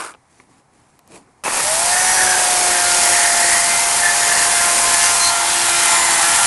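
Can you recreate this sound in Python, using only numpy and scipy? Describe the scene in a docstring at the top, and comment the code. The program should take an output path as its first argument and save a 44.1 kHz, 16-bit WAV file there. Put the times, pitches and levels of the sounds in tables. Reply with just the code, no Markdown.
"""In a quiet garden an electric chainsaw coasts to a stop; the carver steps round the log and starts it again.
Drive links tick over sprocket and bar as puffs of noise and tones at multiples of the link rate.
Cutters rasp and ring in the wood, and shell and log boom in broad bands of noise.
A gear tone too high for the recorder's sampling folds back as a thin whistle that sinks as the chain speeds up.
Underfoot, cloth and grass rustle, boots scuff and chips snap; distant hum and leaves lie behind it all."""
import sys
import numpy as np
from scipy import signal
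from scipy.io import wavfile
from scipy.ndimage import uniform_filter1d

SR = 44100
rng = np.random.default_rng(int(sys.argv[2]) if len(sys.argv) > 2 else 0)


def amplitude_ratio(level_db):
    """Convert a level in decibels to the matching linear amplitude (field) ratio."""
    exponent = np.asarray(level_db, float) / 20
    return 10 ** exponent


def output_pcm(signal):
    """Save a mono or channel-first signal as 16-bit PCM at the path in sys.argv[1].

    Samples are clipped to [-1, 1] before scaling.
    """
    pcm = np.clip(np.atleast_2d(signal).T, -1, 1) * 32767
    wavfile.write(sys.argv[1], SR, np.round(pcm).astype(np.int16))


N = 284886
T = np.arange(N) / SR

# chain speed: (time [s], drive links per second [1/s])
SPEED = [(1.4375, 420), (1.6, 555), (1.7, 629), (1.82, 688), (1.94, 722), (2.05, 740), (2.16, 744.5),
         (2.24, 741.5), (2.42, 727.5), (2.66, 714.5), (2.9, 705), (3.14, 700), (3.62, 692.7), (3.88, 692.6),
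         (3.98, 702), (4.1, 702), (4.25, 696.5), (4.7, 694.8), (4.95, 689.5), (5.06, 697.5), (5.18, 691),
         (5.42, 691.5), (5.54, 695), (5.86, 687.6), (6.07, 683), (6.2, 675), (6.38, 691.5), (6.46, 692)]
# the carver's hands: (time [s], load [dB], depth of the bar in the cut [0-1], share turned away [0-1],
# rasp of the cutters over the load [dB])
SAWING = [(1.4375, -29, .3, 0.3, -1), (1.56, -22.5, 0.8, 0.1, -0.5), (1.7, -20, 0.2, 0.24, -2),
          (1.88, -19.5, 0.27, 0.1, 0), (2.21, -17.5, 0.12, 0, -1.5), (2.27, -18.5, .1, 0.2, -1),
          (2.84, -19.5, 0.26, 0.24, 1), (2.93, -18.5, 0.26, 0.17, 1.5), (3.2, -18.5, 0.18, .1, 1),
          (3.52, -18, 0.38, .1, 0.5), (3.78, -19.5, 0.62, 0.17, 0.5), (4.2, -19, 0.5, 0.2, 0),
          (4.84, -17.5, 0.5, 0.25, -1), (5.07, -18.5, 0.56, 0.3, 2), (5.16, -19, .7, 0.2, 0),
          (5.27, -19, 0.65, .2, 0.5), (5.35, -21.5, 0.67, 0.6, 0), (5.63, -20, 0.97, 0.87, -0.5),
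          (5.93, -18, 0.77, .6, 0), (6.02, -19.5, 0.9, 0.52, -0.5), (6.46, -17, 0.9, .53, -.6)]


def evened(x):
    """Scales to rms 1."""
    return x / np.sqrt(np.mean(x ** 2) + 1e-20)


def curves(rows):
    """Columns of a table along time, and a gate that is open over its span."""
    s, *columns = np.transpose(rows)
    return [np.interp(T, s, c) for c in columns] + [(T >= s[0]) & (T <= s[-1])]


def wander(seconds):
    """Slow chance, rms 1: noise smoothed twice over the given time."""
    size = max(int(seconds * SR / 32), 2)  # drawn at every 32nd sample
    coarse = rng.standard_normal(N // 32 + 2)
    coarse = evened(uniform_filter1d(uniform_filter1d(coarse, size), size))
    return np.interp(np.arange(N) / 32, np.arange(len(coarse)), coarse)


def coloured(x, points, patchy_db):
    """Gives x a spectrum with drifting patches, rms 1."""
    hz, _, z = signal.stft(x, SR, nperseg=1024, noverlap=768)
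    patches = rng.standard_normal(z.shape)
    patches = uniform_filter1d(patches, size=10, axis=0)
    patches = evened(uniform_filter1d(patches, size=12, axis=1))
    f, db = np.transpose(points)
    shape_db = np.interp(np.log(hz + 1), np.log(f), db, left=db[0], right=-90)
    z = z * amplitude_ratio(shape_db[:, None] + patchy_db * patches)
    return evened(signal.istft(z, SR, nperseg=1024, noverlap=768)[1][:N])


def resonate(x, hz, width_hz):
    """A resonance of gain 1 that follows the curve hz."""
    turn = np.exp(2j * np.pi * np.cumsum(hz * np.ones(len(x))) / SR)
    r = np.exp(-np.pi * width_hz / SR)
    return 2 * (turn * signal.lfilter([1 - r], [1, -r], x / turn)).real


def resonate_twice(x, hz, width_hz):
    """Two equal resonances in a row, for steeper flanks."""
    return resonate(resonate(x, hz, width_hz), hz, width_hz)


def puffs(turns, spread_db, tail, bed, jitter):
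    """Noise that jumps at each passing link, unevenly in size and time, and fades over a share of the gap."""
    turns = np.maximum(turns + jitter * wander(.004), 0)
    sizes = amplitude_ratio(spread_db * np.minimum(rng.exponential(1, N), 4))
    envelope = bed + sizes[turns.astype(int)] * np.exp(-(turns % 1) / tail)
    return evened(envelope * rng.standard_normal(N))


def swell(start, end, db):
    """A level that rises and sinks again between two moments."""
    return amplitude_ratio(db) * abs(np.sin(np.pi * np.clip((T - start) / (end - start), 0, 1))) ** 0.34


def with_depth(shallow_db, deep_db):
    """A level that follows the depth of the bar in the cut."""
    return shallow_db + (deep_db - shallow_db) * curves(SAWING)[1]


def ticks(rows, modes):
    """Each tick mixes a short dull ring of noise-driven modes with a bright snap of differentiated noise."""
    out, t = np.zeros(N), np.arange(3000) / SR
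    for s, db, snap in rows:
        hiss = rng.standard_normal(len(t))
        ring = sum(evened(resonate_twice(hiss, hz, 730)) * amplitude_ratio(mode_db - 60 * t / max(t60, .004))
                   for hz, mode_db, t60 in modes)
        crack = np.gradient(hiss) * np.exp(-t / 0.00093)
        snap = np.clip(snap, 0, 1)
        out[round(s * SR):][:len(t)] += amplitude_ratio(db) * ((1 - snap) * ring + snap * crack)
    return out


def slack_chain():
    """Slow links clack one by one, each a puff of noise."""
    # the slack chain running out, then taking up speed: (time [s], links per second [1/s], level [dB])
    runs = [
        [(0, 215, -28), (.04, 194, -29), (.07, 165, -32.5), (.1, 140, -37.5), (.12, 130, -42), (.135, 65, -54)],
        [(1.437, 120, -38.5), (1.46, 82, -22), (1.5, 110, -29.5), (1.58, 140, -23), (1.66, 330, -41),
         (1.78, 600, -49)],
    ]
    # its colour when braked, then when driven: (frequency [Hz], relative level [dB])
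    colours = [
        [(40, -48), (220, -22), (340, -9), (520, -14), (800, -9), (1160, -1.5), (1550, -5.5), (1950, -18),
         (2400, -11.5), (2900, -18), (3500, -22), (5000, -19.5), (6200, -22), (9900, -13.5), (11300, -25),
         (12100, -40)],
        [(40, -46), (250, -7), (500, -6), (900, 2), (1400, -4.5), (2000, -8), (2600, -1.5), (3200, -25),
         (5000, -30), (9000, -24), (12000, -29)],
    ]
    out = np.zeros(N)
    for rows, colour in zip(runs, colours):
        hz, db, on = curves(rows)
        clacks = puffs(np.cumsum(hz) / SR, spread_db=1.7, tail=0.2, bed=0.64, jitter=.3)
        out += on * amplitude_ratio(db) * coloured(clacks, colour, 0.86)
    return out


def garden():
    """Distant hum and leaves: a bed of shaped noise."""
    # colour of the garden: (frequency [Hz], relative level [dB])
    colour = [(25, -30), (45, -16), (110, -1.5), (300, -18), (590, -17), (760, -8.5), (1060, -11.5),
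              (1450, -18.5), (2200, -19.5), (3000, -30), (10500, -27), (11400, -40), (12000, -60)]
    garden_db = -57.5
    return amplitude_ratio(garden_db + 0.53 * wander(0.16)) * coloured(rng.standard_normal(N), colour, 0.71)


def steps():
    """Crackly rustle of cloth and grass and a low scuff of boots as the carver moves."""
    # the carver shifts his weight: (start [s], hold [s], rustle level [dB], scuff level [dB])
    shifts = [(.11, 0.032, -60, -55), (0.31, 0.089, -59.5, -65), (0.41, .01, -60, -60),
              (.5, .1, -61.5, -58), (.735, 0.061, -63, -60), (.82, 0.16, -64.5, -63),
              (1.085, .04, -62, -61), (1.137, 0.027, -53, -47), (1.149, 0.012, -47.5, -50),
              (1.19, .04, -66, -63), (1.29, 0.026, -69, -61), (1.387, 0.036, -68, -59)]
    # colour of cloth and grass: (frequency [Hz], relative level [dB])
    rustle_colour = [(600, -10), (1000, -12), (1500, -9), (2300, -6.5), (3500, -12), (5500, -11),
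                     (9000, -8.5), (10900, -9), (11500, -26)]
    # colour of the boots: (frequency [Hz], relative level [dB])
    scuff_colour = [(60, -15), (150, -4), (280, 3.5), (450, -3), (700, -9), (1000, -9), (2000, -30)]
    rustle_slope, scuff_slope = 402, 260  # dB per s, before and after the hold
    crackle = puffs(400 * T, spread_db=3.0, tail=0.34, bed=0.92, jitter=0.98)
    rustle = coloured(crackle, rustle_colour, 1.4)
    scuff = coloured(rng.standard_normal(N), scuff_colour, 1.6)
    out = np.zeros(N)
    for start, hold, rustle_db, scuff_db in shifts:
        away = np.maximum(np.maximum(start - T, T - start - hold), 0)  # s outside the hold
        out += amplitude_ratio(rustle_db - rustle_slope * away) * rustle
        out += amplitude_ratio(scuff_db - scuff_slope * away) * scuff
    return out


def chain_catches():
    """The slack chain catches, and loose links ring."""
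    # catches: (time [s], level [dB], share of bright snap [0-1])
    rows = [(.139, -41, .05), (.148, -41.5, .1), (1.4375, -19, .7), (1.458, -31, .15), (1.478, -17, 0.3),
            (1.49, -27, .05), (1.504, -20.5, .3), (1.534, -29, .5), (1.551, -30, 0.4), (1.601, -19, 0.2)]
    # what a loose link rings with: (frequency [Hz], relative level [dB], t60 [s])
    modes = [(880, 3, .026), (1250, 2, 0.024), (2400, 1, .018)]
    return ticks(rows, modes)


def chip_snaps():
    """Wood chips snap underfoot."""
    # snaps: (time [s], level [dB], share of bright snap [0-1])
    rows = [(.4, -39, 0.1), (.992, -34, 0.8), (1.0765, -35, 1), (1.162, -35, .5)]
    # what a chip rings with: (frequency [Hz], relative level [dB], t60 [s])
    modes = [(500, -4, .03), (1000, 0, .03), (1900, -1, 0.018)]
    return ticks(rows, modes)


def housing():
    """The plastic shell and the log hum along in broad resonances, fuller once the motor has some speed."""
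    # boom of the housing: (frequency [Hz], relative level [dB])
    boom = [(500, -43), (700, -3), (800, 6), (870, 11.5), (940, 6.5), (1020, 2), (1300, -9)]
    # low growl: (frequency [Hz], relative level [dB])
    growl = [(25, -18), (60, -33), (200, -2), (330, 7), (450, 9), (600, 18.5), (750, 13), (1000, 13)]
    # upper boom: (frequency [Hz], relative level [dB])
    upper_boom = [(800, -48), (1000, -2), (1200, -1.5), (1450, -13.5), (1900, 2)]
    # (shallow dB, deep dB): deeper in the wood the growl is muffled and the booms grow
    layers = ((-29.5, -24.5), boom), ((-30.5, -40), growl), ((-34, -28.5), upper_boom)
    hz, on = curves(SPEED)
    spun_up_db = -8. * np.clip((620 - hz) / 200, 0, 1)
    out = np.zeros(N)
    for depth_db, colour in layers:
        level = amplitude_ratio(with_depth(*depth_db) + spun_up_db + 1.35 * wander(0.11))
        out += level * coloured(rng.standard_normal(N), colour, 0.22)
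    return on * out


def tones():
    """Multiples of the link rate, each wavering on its own, and the folded gear tone."""
    # overtones of the link rate: (multiple [1], steady level [dB])
    overtones = [(.75, -55), (1.25, -63), (1.5, -46), (1.75, -56), (2, -35.5), (2.25, -37.5), (2.5, -52),
                 (3, -38.5), (3.5, -40.5), (4, -51.5), (4.5, -43), (5, -44), (6, -43)]
    # an overtone sings out as the bar turns or presses: (start [s], end [s], multiple [1], level [dB])
    flares = [(1.758, 2.304, 2, -43), (1.908, 2.02, 2.5, -25), (2.06, 2.19, 2.5, -33),
              (1.9, 3.85, .75, -42), (2.106, 3.617, .5, -41.5), (2.25, 2.427, 2.25, -35),
              (2.75, 3.75, 1.25, -37), (2.8, 3.55, 3, -42), (2.82, 3.2, 2, -38), (2.9, 4.2, 1.5, -49),
              (3.15, 3.65, 2.5, -30.5), (3.55, 3.92, 3, -35), (4.027, 4.133, 2.5, -37),
              (4.02, 4.347, 3, -53), (4.138, 5, .5, -50), (4.15, 5.9, 1.25, -50), (4.2, 4.735, 1.5, -37),
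              (4.25, 4.5, 4, -38), (4.5, 4.742, 3, -36), (4.612, 5.005, 1.5, -27.5),
              (4.967, 5.35, 1.5, -30.5), (4.995, 5.12, 3, -30), (5.0, 5.14, 4, -31), (5.08, 5.6, 2, -36.5),
              (5.2, 5.306, 6, -21.5), (5.3, 5.9, 3, -37.5), (5.32, 6.343, .5, -40.5),
              (5.596, 5.98, 2, -33.5), (5.7, 6.1, 3.5, -38), (5.85, 6.203, 3, -32),
              (5.86, 6.11, 1.5, -29.5), (6.15, 6.7, 2, -34), (6.198, 6.35, 2.5, -29),
              (6.33, 6.595, 2.5, -25)]
    # the gear whistle comes through: (start [s], end [s], level [dB])
    whistles = [(1.973, 2.39, -30), (2.58, 2.74, -39), (2.917, 3.158, -31), (3.8, 3.92, -37),
                (4.05, 4.52, -35), (4.83, 5.0, -31), (5.876, 6.1, -27), (6.1, 6.26, -35)]
    cutter_db, whistle_db = -53.5, -36.5  # between flares
    gear_multiple, fold_hz = 21.79, 22050
    hz, on = curves(SPEED)
    angle = 2 * np.pi * np.cumsum(uniform_filter1d(hz, size=2000)) / SR  # the motor's mass smooths the speed
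    taut = np.clip((hz - 450) / 170, 0, 1)
    slack_db = 0.02 * np.maximum(694 - hz, 0)  # below 694 links per s the tones are weaker
    link_db = with_depth(-23, -32.5) - slack_db  # the wood muffles the link tone
    out = amplitude_ratio(link_db + 0.74 * wander(0.042)) * np.sin(angle + .07 * wander(0.037))
    for multiple, db in [(.5, cutter_db)] + overtones:  # a cutter on every second link
        size = amplitude_ratio(db + 2.4 * wander(0.052) - 3.5 * slack_db)
        size += sum(swell(start, end, flare_db) for start, end, k, flare_db in flares if k == multiple)
        wavering_angle = multiple * (angle + 0.075 * wander(0.019))
        out += size * amplitude_ratio(2.1 * wander(0.084)) * np.sin(wavering_angle)
    whistle = np.sin(2 * np.pi * fold_hz * T - gear_multiple * angle + 0.56 * wander(0.01))
    whistle_size = amplitude_ratio(whistle_db) + sum(swell(*row) for row in whistles)
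    whistle *= whistle_size * amplitude_ratio(0.86 * wander(0.023))
    return np.sqrt(2) * on * taut * (out + whistle)  # levels are rms, hence the root of 2


def sawing():
    """Links rattle on the bar, cutters rasp and ring the cut: puffs at the link rate and at half of it."""
    # colour of the rattle: (frequency [Hz], relative level [dB])
    rattle_colour = [(3000, -12.5), (5000, -14), (7000, -12), (9000, 1), (10500, 0.5), (11300, -5.5),
                     (11900, -19), (12300, -45)]
    # colour of the rasp: (frequency [Hz], relative level [dB])
    rasp_colour = [(900, -20.5), (1300, -1.5), (2200, -1), (3000, -6), (3700, -8), (4600, -1), (6000, 0),
                   (8000, 0.5), (11000, -8.5)]
    # colour of the rasp when turned away: (frequency [Hz], relative level [dB])
    turned_colour = [(900, -24.5), (1300, -1), (2200, -3), (3000, -3.5), (3900, -3.5), (4700, -4.5),
                     (6000, -4), (8000, -2.5), (11000, -18)]
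    turned_db = 2  # over the rasp that is not turned away
    turns = np.cumsum(curves(SPEED)[0]) / SR
    load_db, _, turned, rasp_db, on = curves(SAWING)
    turned = np.clip(turned, 0, 1)
    shake_db = 0.32 * wander(0.0042) + 0.25 * wander(0.017)  # the chain slaps unevenly
    links = puffs(turns, spread_db=2.6, tail=0.17, bed=0.74, jitter=.2)
    rattle = amplitude_ratio(load_db + shake_db) * coloured(links, rattle_colour, 0.56)
    shavings = puffs(turns / 2, spread_db=1.5, tail=0.12, bed=1.14, jitter=.35)
    rasp = (1 - turned) * coloured(shavings, rasp_colour, 0.63)
    rasp += turned * amplitude_ratio(turned_db) * coloured(shavings, turned_colour, 1.0)
    rasp *= amplitude_ratio(load_db + rasp_db + 1.2 * shake_db)
    return on * (rattle + rasp + bites(turns))


def bites(turns):
    """Each catch swells quickly in the cut, then fades; its resonance sags in pitch all along."""
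    # cutters catch and the cut rings: (start [s], length [s], peak level [dB], mid pitch [Hz], roughness [0-1])
    rows = [(1.91, 0.14, -25, 1780, 0.36), (2.053, 0.085, -23, 1840, 0.24), (2.162, 0.1, -21, 1730, 0.54),
            (2.26, 0.16, -21, 1615, 0.3), (2.7, .18, -27.5, 1780, .6), (3.0, 0.19, -29, 1900, .7),
            (3.123, 0.26, -22.5, 1850, 0.9), (3.355, .2, -24, 1880, 0.55), (3.48, 0.2, -23, 1890, 0.46),
            (4.017, 0.13, -16.5, 1790, 0.16), (4.185, 0.32, -22.5, 1790, 0.3),
            (4.45, 0.29, -27, 1630, 0.34), (4.87, 0.24, -26, 1740, 0.07), (4.983, .16, -23.5, 5900, .9),
            (5.167, 0.14, -22.5, 6100, .9), (5.24, 0.082, -22.5, 4300, 0.7), (5.804, 0.58, -27.5, 1900, .4),
            (6.297, .3, -35, 1760, 0.3)]
    bed_db, rest_hz = -43.5, 1780  # between catches
    peak_share, sag = 0.36, 300  # share of the length, Hz per s
    cutters = evened(sum(np.cos(np.pi * k * turns) for k in range(4, 7)))
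    grit = rng.standard_normal(N)
    out = amplitude_ratio(bed_db) * evened(resonate_twice(grit, rest_hz, 350))
    for start, length, db, hz, rough in rows:
        span = slice(round(start * SR), round((start + length) * SR))
        t, rough = T[span] - start, np.clip(rough, 0, 1)
        drive = (1 - rough) * 0.06 * cutters[span] + rough * grit[span]
        ring_hz = hz - sag * (t - length / 2)
        width_hz = hz * (0.1 + 0.13 * rough)  # a rough catch rings broader
        shape = amplitude_ratio(db) * np.interp(t / length, [0, peak_share, 1], [0, 1, 0]) ** 0.39
        out[span] += shape * evened(resonate_twice(drive, ring_hz, width_hz))
    return amplitude_ratio(0.8 * wander(0.013)) * out


def scene():
    """All sources, near and distant, at one microphone."""
    quiet = slack_chain() + garden() + steps() + chain_catches() + chip_snaps()
    return (quiet + housing() + tones() + sawing())[None]


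def low_pass(x):
    """Removes everything above the highest recorded frequency."""
    return signal.sosfilt(signal.butter(12, 12220, fs=SR, output="sos"), x)


def record(dry):
    """The microphone input rounds off the loudest peaks, then a steep filter limits the band."""
    rounded = np.tanh(0.75 * dry) / 0.74
    band = signal.firwin(1023, 12200, window=("kaiser", 9), fs=SR)[None]  # edge in Hz
    mix = signal.oaconvolve(rounded, band, "same")
    return low_pass(mix)


dry = scene()
out = record(dry)
output_pcm(out)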